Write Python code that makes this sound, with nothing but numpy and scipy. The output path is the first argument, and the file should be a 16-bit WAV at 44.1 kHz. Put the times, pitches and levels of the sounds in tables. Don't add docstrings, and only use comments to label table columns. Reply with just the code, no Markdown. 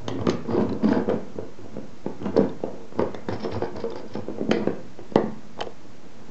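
import sys
import numpy as np
from scipy import signal
from scipy.fft import rfft, irfft, next_fast_len
from scipy.io import wavfile

SR = 44100
rng = np.random.default_rng(int(sys.argv[2]) if len(sys.argv) > 2 else 0)


def master(y):
    cut = np.clip(np.atleast_2d(y).T, -1, 1)
    pcm = np.round(cut * 32767)
    wavfile.write(sys.argv[1], SR, pcm.astype(np.int16))


N = 277830

# start_s, level_db, pitch_hz, edge_db, damping_factor
KNOCKS = [(.082, -14.5, 500, -2, 5.4), (.111, -16, 311, -21, 0.51), (.154, -17.5, 288, -20, 0.63),
          (.19, -19, 306, -6, 2.3), (.21, -22, 310, -6, 0.99), (.27, -6, 245, -8, 2.1),
          (.287, -3, 298, -19.5, 1.08), (0.451, -21.5, 435, -16, 0.59), (0.482, -18.5, 322, -20, 0.79),
          (0.507, -13.5, 265, -12, 0.86), (.546, -9.5, 360, -16, 0.64), (.578, -4, 321, -21.5, 0.93),
          (0.61, -14, 247, -25, 0.61), (.697, -18.5, 235, -8.5, .92), (.72, -13, 337, -31, 0.63),
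          (0.806, -24, 258, -27, 0.54), (0.829, -7, 210, -22, 0.22), (0.844, -6, 280, -15.5, 0.62),
          (0.886, -12, 280, -10, 0.47), (.928, -17.5, 318, 1, 1.6), (.988, -17.5, 404, -25, 0.76),
          (1.001, -15.5, 383, -14, 1.1), (1.079, -13, 310, -19.5, 0.88), (1.09, -10, 480, -15, 1.05),
          (1.1, -9, 450, -12.5, 0.85), (1.139, -9.5, 257, -23, 2), (1.356, -24.5, 243, -15, 0.79),
          (1.386, -14.5, 425, -27, 0.87), (1.588, -26, 318, -15.5, 0.57), (1.659, -25.5, 348, -24, .93),
          (1.767, -16.5, 257, -17.5, 2.2), (1.783, -19, 251, -24, 1.2), (2.063, -11, 283, -15, 1.34),
          (2.199, -26, 287, -16, 0.53), (2.217, -21, 246, -12, 1.1), (2.257, -12, 229, -11, 0.77),
          (2.343, -24.5, 242, -20.5, 1.3), (2.364, -6, 427, -16, 0.87), (2.378, -5, 406, -25, 1.03),
          (2.39, -3.5, 274, -22.5, 1.2), (2.41, -11.5, 268, -15, 1.01), (2.436, -20.5, 298, -9, 0.78),
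          (2.604, -29, 380, -12, 1.8), (2.637, -9.5, 447, -18.5, 1.3), (2.735, -23, 322, -21, 1.1),
          (2.924, -25.5, 321, -11.5, 1.8), (2.955, -26, 398, -11, 0.89), (2.986, -17.5, 420, -22, 2.3),
          (2.994, -6, 396, -6, 1.1), (3.021, -6, 378, -23, .7), (3.146, -21, 336, -3, 2.2),
          (3.286, -9.5, 320, -9.5, 0.98), (3.324, -15.5, 368, -6, .6), (3.405, -32, 270, -2, .82),
          (3.447, -15, 377, -13.5, 0.89), (3.457, -19, 460, -11, 0.71), (3.522, -20.5, 392, -2.5, 2.2),
          (3.546, -25, 258, 1.5, 2.5), (3.563, -17.5, 420, -17, 0.87), (3.621, -9.5, 450, -11.5, .69),
          (3.636, -13, 456, -13.5, 3.6), (3.717, -30, 250, -19, 1.2), (3.756, -28, 603, -0.5, 1.1),
          (3.768, -17, 372, -12, 2.6), (3.798, -23.5, 332, -11, 2.6), (3.839, -11.5, 490, -18.5, 0.6),
          (3.878, -29, 430, -20, 0.54), (3.919, -24.5, 389, -3, 0.86), (3.957, -18, 390, -10.5, 1.17),
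          (4.154, -12.5, 320, -13, 1.6), (4.167, -23, 294, -11, 2.1), (4.283, -13.5, 400, -20.5, 0.75),
          (4.383, -16, 389, -21, 0.62), (4.411, -9.5, 316, -24, 0.75), (4.491, -8, 252, -28, 1.35),
          (4.514, -4.5, 445, -10.5, 0.84), (4.567, -11, 362, -16, 0.62), (4.64, -29, 262, -14, 2.6),
          (4.673, -4.5, 352, -17.5, 1.23), (4.689, -15.5, 287, -12, 7.1), (4.989, -24.5, 333, -7, 0.64),
          (5.121, -20.5, 300, -23, 1.7), (5.158, 2.5, 446, -14.5, 2), (5.175, -12.5, 426, -23, 2.2),
          (5.236, -17, 220, -25, 0.73), (5.283, -22, 218, -22, 0.58), (5.577, -29.5, 686, -11, .86),
          (5.591, -17.5, 704, -14, 1), (5.612, -11, 690, -5.5, 0.91), (5.635, -44, 600, -10, 0.84),
          (5.67, -19.5, 543, -29, 0.79), (5.703, -36, 685, -18, 0.66), (5.854, -32, 228, -24, 1.6),
          (6.064, -30, 246, -22, 1.3)]
# start_s, level_db, brightest_hz, chatter_t60_s
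CLICKS = [(0.0811, -18, 2980, 0.013), (0.0866, -29.5, 6500, 0.022), (.213, -35, 3000, 0.01),
          (0.2685, -22, 3060, 0.0057), (0.2971, -16.5, 4030, 0.0078), (.692, -36.5, 4040, 0.017),
          (0.729, -32, 4000, 0.0049), (.843, -32.5, 3000, .009), (.879, -37, 3020, .015),
          (0.9243, -33.5, 3050, 0.0084), (1.0945, -32, 3210, .038), (2.0604, -44, 3740, .007),
          (2.227, -36.5, 3020, 0.014), (2.255, -34.5, 2900, 0.028), (2.368, -24.5, 4400, .022),
          (2.4917, -41, 3660, 0.025), (2.6363, -42, 2880, 0.038), (2.991, -32.5, 4750, 0.022),
          (3.0192, -39, 3270, 0.017), (3.1457, -31.5, 3620, 0.01), (3.2878, -33, 3760, 0.017),
          (3.5192, -41.5, 3570, 0.013), (3.5373, -34.5, 5000, 0.0064), (3.7655, -35.5, 4250, 0.0093),
          (3.8018, -31.5, 4170, 0.01), (3.903, -36, 4940, 0.026), (3.9225, -37, 3710, .011),
          (3.9569, -35.5, 4740, 0.015), (4.1546, -35, 3010, .005), (4.5126, -11, 3080, 0.023),
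          (4.6721, -35, 3280, .009), (4.9895, -47.5, 2950, 0.014), (5.1176, -37.5, 4870, 0.0042),
          (5.1573, -14.5, 2900, 0.0033), (5.589, -44, 3580, 0.011), (5.6061, -19, 3240, 0.023),
          (5.6113, -20.5, 3130, 0.01), (5.6257, -27.5, 3010, 0.012), (5.667, -39.5, 3320, .018)]
# start_s, hold_s, level_db, sway_db
DRAG_STROKES = [(0, .1, -42.5, -42), (0.118, .07, -40, -35), (0.216, 0.079, -32, -32.5),
                (0.511, 0.11, -22.5, -34.5), (0.658, 0.088, -32, -36), (0.843, 0.14, -22, -41.5),
                (1.091, 0.043, -25.5, -37), (1.384, 0.041, -37.5, -44), (1.64, 0.013, -43, -41),
                (1.732, 0.037, -40.5, -50), (1.9, 0.058, -53.5, -55), (2.054, 0.026, -42.5, -48),
                (2.258, 0.013, -27, -33.5), (2.37, .05, -23, -38.5), (2.662, 0.013, -33.5, -43),
                (2.74, 0.11, -43.5, -58), (3.006, 0.013, -24.5, -33.5), (3.16, 0.013, -41.5, -45.5),
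                (3.303, 0.021, -31.5, -34.5), (3.417, .1, -34, -55), (3.557, .02, -28, -32),
                (3.767, .02, -33.5, -42), (3.844, 0.2, -38.5, -57), (4.145, 0.046, -35, -42.5),
                (4.295, .1, -37.5, -48), (4.45, .07, -38, -61), (4.606, 0.027, -27.5, -38),
                (4.85, .03, -50.5, -49), (4.987, 0.025, -49, -49), (5.14, .02, -45.5, -49),
                (5.598, 0.056, -43, -46), (5.855, 0.019, -65, -49), (6.06, .03, -49.5, -57),
                (6.19, 0.015, -46, -51), (6.29, .02, -42.5, -56)]
# start_s, hold_s, level_db, brightest_hz
SLIDE_STROKES = [(0.288, 0.011, -37, 5680), (.475, 0.047, -61, 4900), (0.528, .08, -57.5, 4700),
                 (.84, 0.0043, -47, 4690), (0.878, 0.088, -54, 4800), (.9, .02, -61, 6200),
                 (2.365, 0.014, -48, 5390), (2.999, 0.019, -55.5, 4720), (3.296, .005, -56, 5200),
                 (3.325, 0.0064, -44.5, 5100), (3.401, 0.012, -53.5, 5130), (3.431, 0.017, -47, 5440),
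                 (3.518, 0.035, -49, 5070), (3.62, 0.026, -54, 4930), (3.762, .005, -54.5, 4920),
                 (3.801, .02, -54, 4730), (3.957, 0.034, -57, 4900), (4.08, 0.054, -61, 4900),
                 (4.143, 0.011, -49.5, 5300), (4.509, 0.066, -57, 5030)]
# pitch_hz, width_hz, level_db
TOP_MODES = [(108, 6.7, -13.5), (153, 16, -17), (216, 28, 4.5), (267, 15, -3.5), (295.4, 12, -8.5),
             (361.6, 44.3, -2), (397, 74, -6), (460.5, 45, -0.5), (508, 34, -5.5), (632, 45, -8),
             (668, 14, -24.5), (856, 69, -14.5), (852.6, 59, -9), (981, 59, -16)]
# pitch_hz, width_hz, level_db
EDGE_MODES = [(766, 450, 2.5), (920, 250, 11), (1155, 238, 6.5), (1537, 260, 1.5), (1816, 560, -4.5),
              (2120, 1100, -8)]
# pitch_hz, width_hz, level_db
STEEL_MODES = [(1930, 360, 8.5), (2247, 56, -7), (2780, 69, -0.5), (3070, 200, 5), (3616, 120, 3),
               (4015, 110, 1.5), (4420, 83, -0.5), (4814, 140, -1.5), (4950, 190, -12), (5245, 140, -1.5),
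               (6040, 500, -10), (6100, 80, -2), (6350, 170, -3), (7600, 400, -22)]
# pitch_hz, width_hz, level_db
SWAY_MODES = [(77.4, 9, 0), (108.4, 30, 3.5)]
# frequency_hz, t60_s
ROOM_DECAY = [(100, 1), (260, 0.41), (700, 0.37), (1800, 0.49), (4800, 0.32), (8000, 0.11)]
# frequency_hz, relative_level_db
HISS_SPECTRUM = [(15, -35.5), (40, -5.5), (70, -9), (130, -8.5), (215, -1.5), (320, -6.5), (700, -13),
                 (1400, -19), (3300, -26.5), (6400, -28.5), (7900, -31), (9000, -58)]

KNOCK_SEND_DB, CLICK_SEND_DB, DRAG_SEND_DB, SLIDE_SEND_DB = -4.5, -8.5, -8.5, -12.5
DRY_FROM_S, DRIER_DB = 5.5, -9
RASP_DB, HISS_DB = -18.5, -48
BAND_LIMIT_HZ, DC_OFFSET = 8120, .0289


def knocks():
    out, t = np.zeros((2, N + SR)), np.arange(SR // 5) / SR
    for start_s, level_db, hz, edge_db, damping in KNOCKS:
        push = np.pad(np.hanning(int(0.4 / hz * SR) + 3), (0, SR // 100))
        push = signal.lfilter(*signal.butter(1, 0.28 * hz, "high", fs=SR), push)
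        thud = ring(TOP_MODES, lambda f: near(f, hz, octaves=.45 * damping), damping, push, t)
        thud *= 1 - np.exp(-t * damping ** 2 / 0.00073)
        rattle = rng.standard_normal(SR // 50) * amp(-60 * t[:SR // 50] / 0.02)
        rattle = np.convolve(rattle, np.hanning(int(0.00025 * SR) + 3))
        edge = ring(EDGE_MODES, lambda f: (f / 1100) ** (0.13 + level_db / 25), 0.7, rattle, t)
        knock = rng.choice([-1, 1]) * amp(level_db) * (thud + amp(edge_db) * edge)
        send_db = KNOCK_SEND_DB + DRIER_DB * (start_s > DRY_FROM_S)
        out[:, round(start_s * SR):][:, :len(t)] += [knock, amp(send_db) * knock]
    return out[:, :N]


def clicks():
    out, t = np.zeros((2, N + SR)), np.arange(SR // 10) / SR
    for start_s, level_db, hz, t60_s in CLICKS:
        chatter = rng.standard_normal(len(t) // 2) * amp(-60 * t[:len(t) // 2] / t60_s)
        weight = lambda f: 0.21 / (1 + (f / 6600) ** 8) + near(f, hz, octaves=0.054)
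        ping = ring(STEEL_MODES, weight, 1.3, chatter, t)
        snap = ring(STEEL_MODES, lambda f: weight(f) / (1 + (f / 4000) ** 4), 4.5, chatter[:SR // 1000], t)
        send_db = CLICK_SEND_DB + 10 * np.log10(t60_s / 0.013) + DRIER_DB * (start_s > DRY_FROM_S)
        out[:, round(start_s * SR):][:, :len(t)] += amp(level_db) * np.array([ping, amp(send_db) * snap])
    return out[:, :N]


def drag():
    start_s, hold_s, level_db, sway_db = np.transpose(DRAG_STROKES)
    rub = strokes(start_s, hold_s, level_db, rise_db_s=400, fall_db_s=231).max(axis=0)
    lean = strokes(start_s, hold_s, sway_db, rise_db_s=355, fall_db_s=182).max(axis=0)
    boom = unit(filtered(grit(per_s=300, spread_db=4), body(TOP_MODES)))
    rasp = unit(filtered(grit(per_s=1200, spread_db=0), body(EDGE_MODES)))
    sway = unit(filtered(rng.standard_normal(N), lambda f: body(SWAY_MODES)(f) ** 2))
    return rub * (boom + amp(RASP_DB) * rasp), lean * sway


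def slide():
    start_s, hold_s, level_db, bright_hz = np.transpose(SLIDE_STROKES)
    catches = grit(per_s=650, spread_db=4)
    smear = 2.3
    voices = np.array([amp(db) * unit(filtered(catches, lambda f: body([(hz, smear * width, db)])(f) ** 2))
                       for hz, width, db in STEEL_MODES])
    mode_hz = np.transpose(STEEL_MODES)[0]
    lower = (0.26 + 2 * hold_s[:, None]) / (1 + (mode_hz / bright_hz[:, None]) ** 12)
    weights = lower + near(mode_hz, bright_hz[:, None], octaves=0.071)
    envelopes = strokes(start_s, hold_s, level_db, rise_db_s=1407.5, fall_db_s=460)
    return np.sum(envelopes * (weights @ voices), axis=0)


def room(send, new_path_s=.3, gap_samples=350):
    out, step = np.zeros(N + 2 * SR), int(new_path_s * SR)
    for start in range(0, N, step):
        hz, t, noise = signal.stft(rng.standard_normal(SR // 2), SR, nperseg=512)
        build_up = 1 - np.exp(-(t + 0.025) / 0.0054)
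        decay = amp(-60 * t / along(ROOM_DECAY, hz)[:, None])
        low_cut = (hz / (hz + 150))[:, None]
        tail = signal.istft(noise * build_up * decay * low_cut, SR, nperseg=512)[1]
        wet = signal.fftconvolve(send[start:start + step], tail / np.linalg.norm(tail))
        out[start + gap_samples:][:len(wet)] += wet
    return out[:N]


def hiss():
    return amp(HISS_DB) * unit(filtered(rng.standard_normal(N), lambda hz: amp(along(HISS_SPECTRUM, hz))))


def ring(modes, weight, damping, push, t):
    hz, width, db = np.transpose(modes)[..., None]
    scatter_db = rng.normal(0, 2.2, hz.shape)
    size = amp(db + scatter_db) * weight(hz) * np.sqrt(width)
    partials = size * np.exp(-np.pi * width * damping * t) * np.sin(2 * np.pi * hz * t)
    hit = np.convolve(partials.sum(axis=0), push)[:len(t)]
    return hit / np.abs(hit).max()


def grit(per_s, spread_db):
    size = amp(spread_db * rng.standard_normal(N)) * rng.choice([-1, 1], size=N)
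    return unit(size * (rng.random(N) < per_s / SR))


def strokes(start_s, hold_s, level_db, rise_db_s, fall_db_s):
    t = np.arange(N) / SR - start_s[:, None]
    below_db = rise_db_s * np.maximum(-t, 0) + fall_db_s * np.maximum(t - hold_s[:, None], 0)
    return amp(level_db[:, None] - below_db)


def body(modes):
    return lambda f: sum((-1) ** k * amp(db) * 1j * f * width / (hz * hz - f * f + 1j * f * width)
                         for k, (hz, width, db) in enumerate(modes))


def near(hz, centre_hz, octaves):
    return np.exp(-.5 * (np.log2(hz / centre_hz) / octaves) ** 2)


def filtered(x, response):
    size = next_fast_len(N + SR // 2)
    return irfft(rfft(x, size) * response(np.fft.rfftfreq(size, 1 / SR)), size)[..., :N]


def along(points, hz):
    point_hz, values = np.transpose(points)
    return np.interp(np.log(hz + 1), np.log(point_hz + 1), values)


def amp(db):
    return 10 ** (np.asarray(db) / 20)


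def unit(x):
    return x / np.sqrt(np.mean(x ** 2) + 1e-20)


def scene():
    hits, hit_send = knocks() + clicks()
    wood, sway = drag()
    steel = slide()
    reverb = room(hit_send + amp(DRAG_SEND_DB) * wood + amp(SLIDE_SEND_DB) * steel)
    mix = filtered(hits + wood + steel + reverb, lambda hz: (1j * hz / (85 + 1j * hz)) ** 4)
    return (mix + sway + hiss())[None]


def record(dry):
    return filtered(dry, lambda hz: (hz < BAND_LIMIT_HZ) / np.sqrt(1 + (hz / 7500) ** 24)) + DC_OFFSET


dry = scene()
out = record(dry)
master(out)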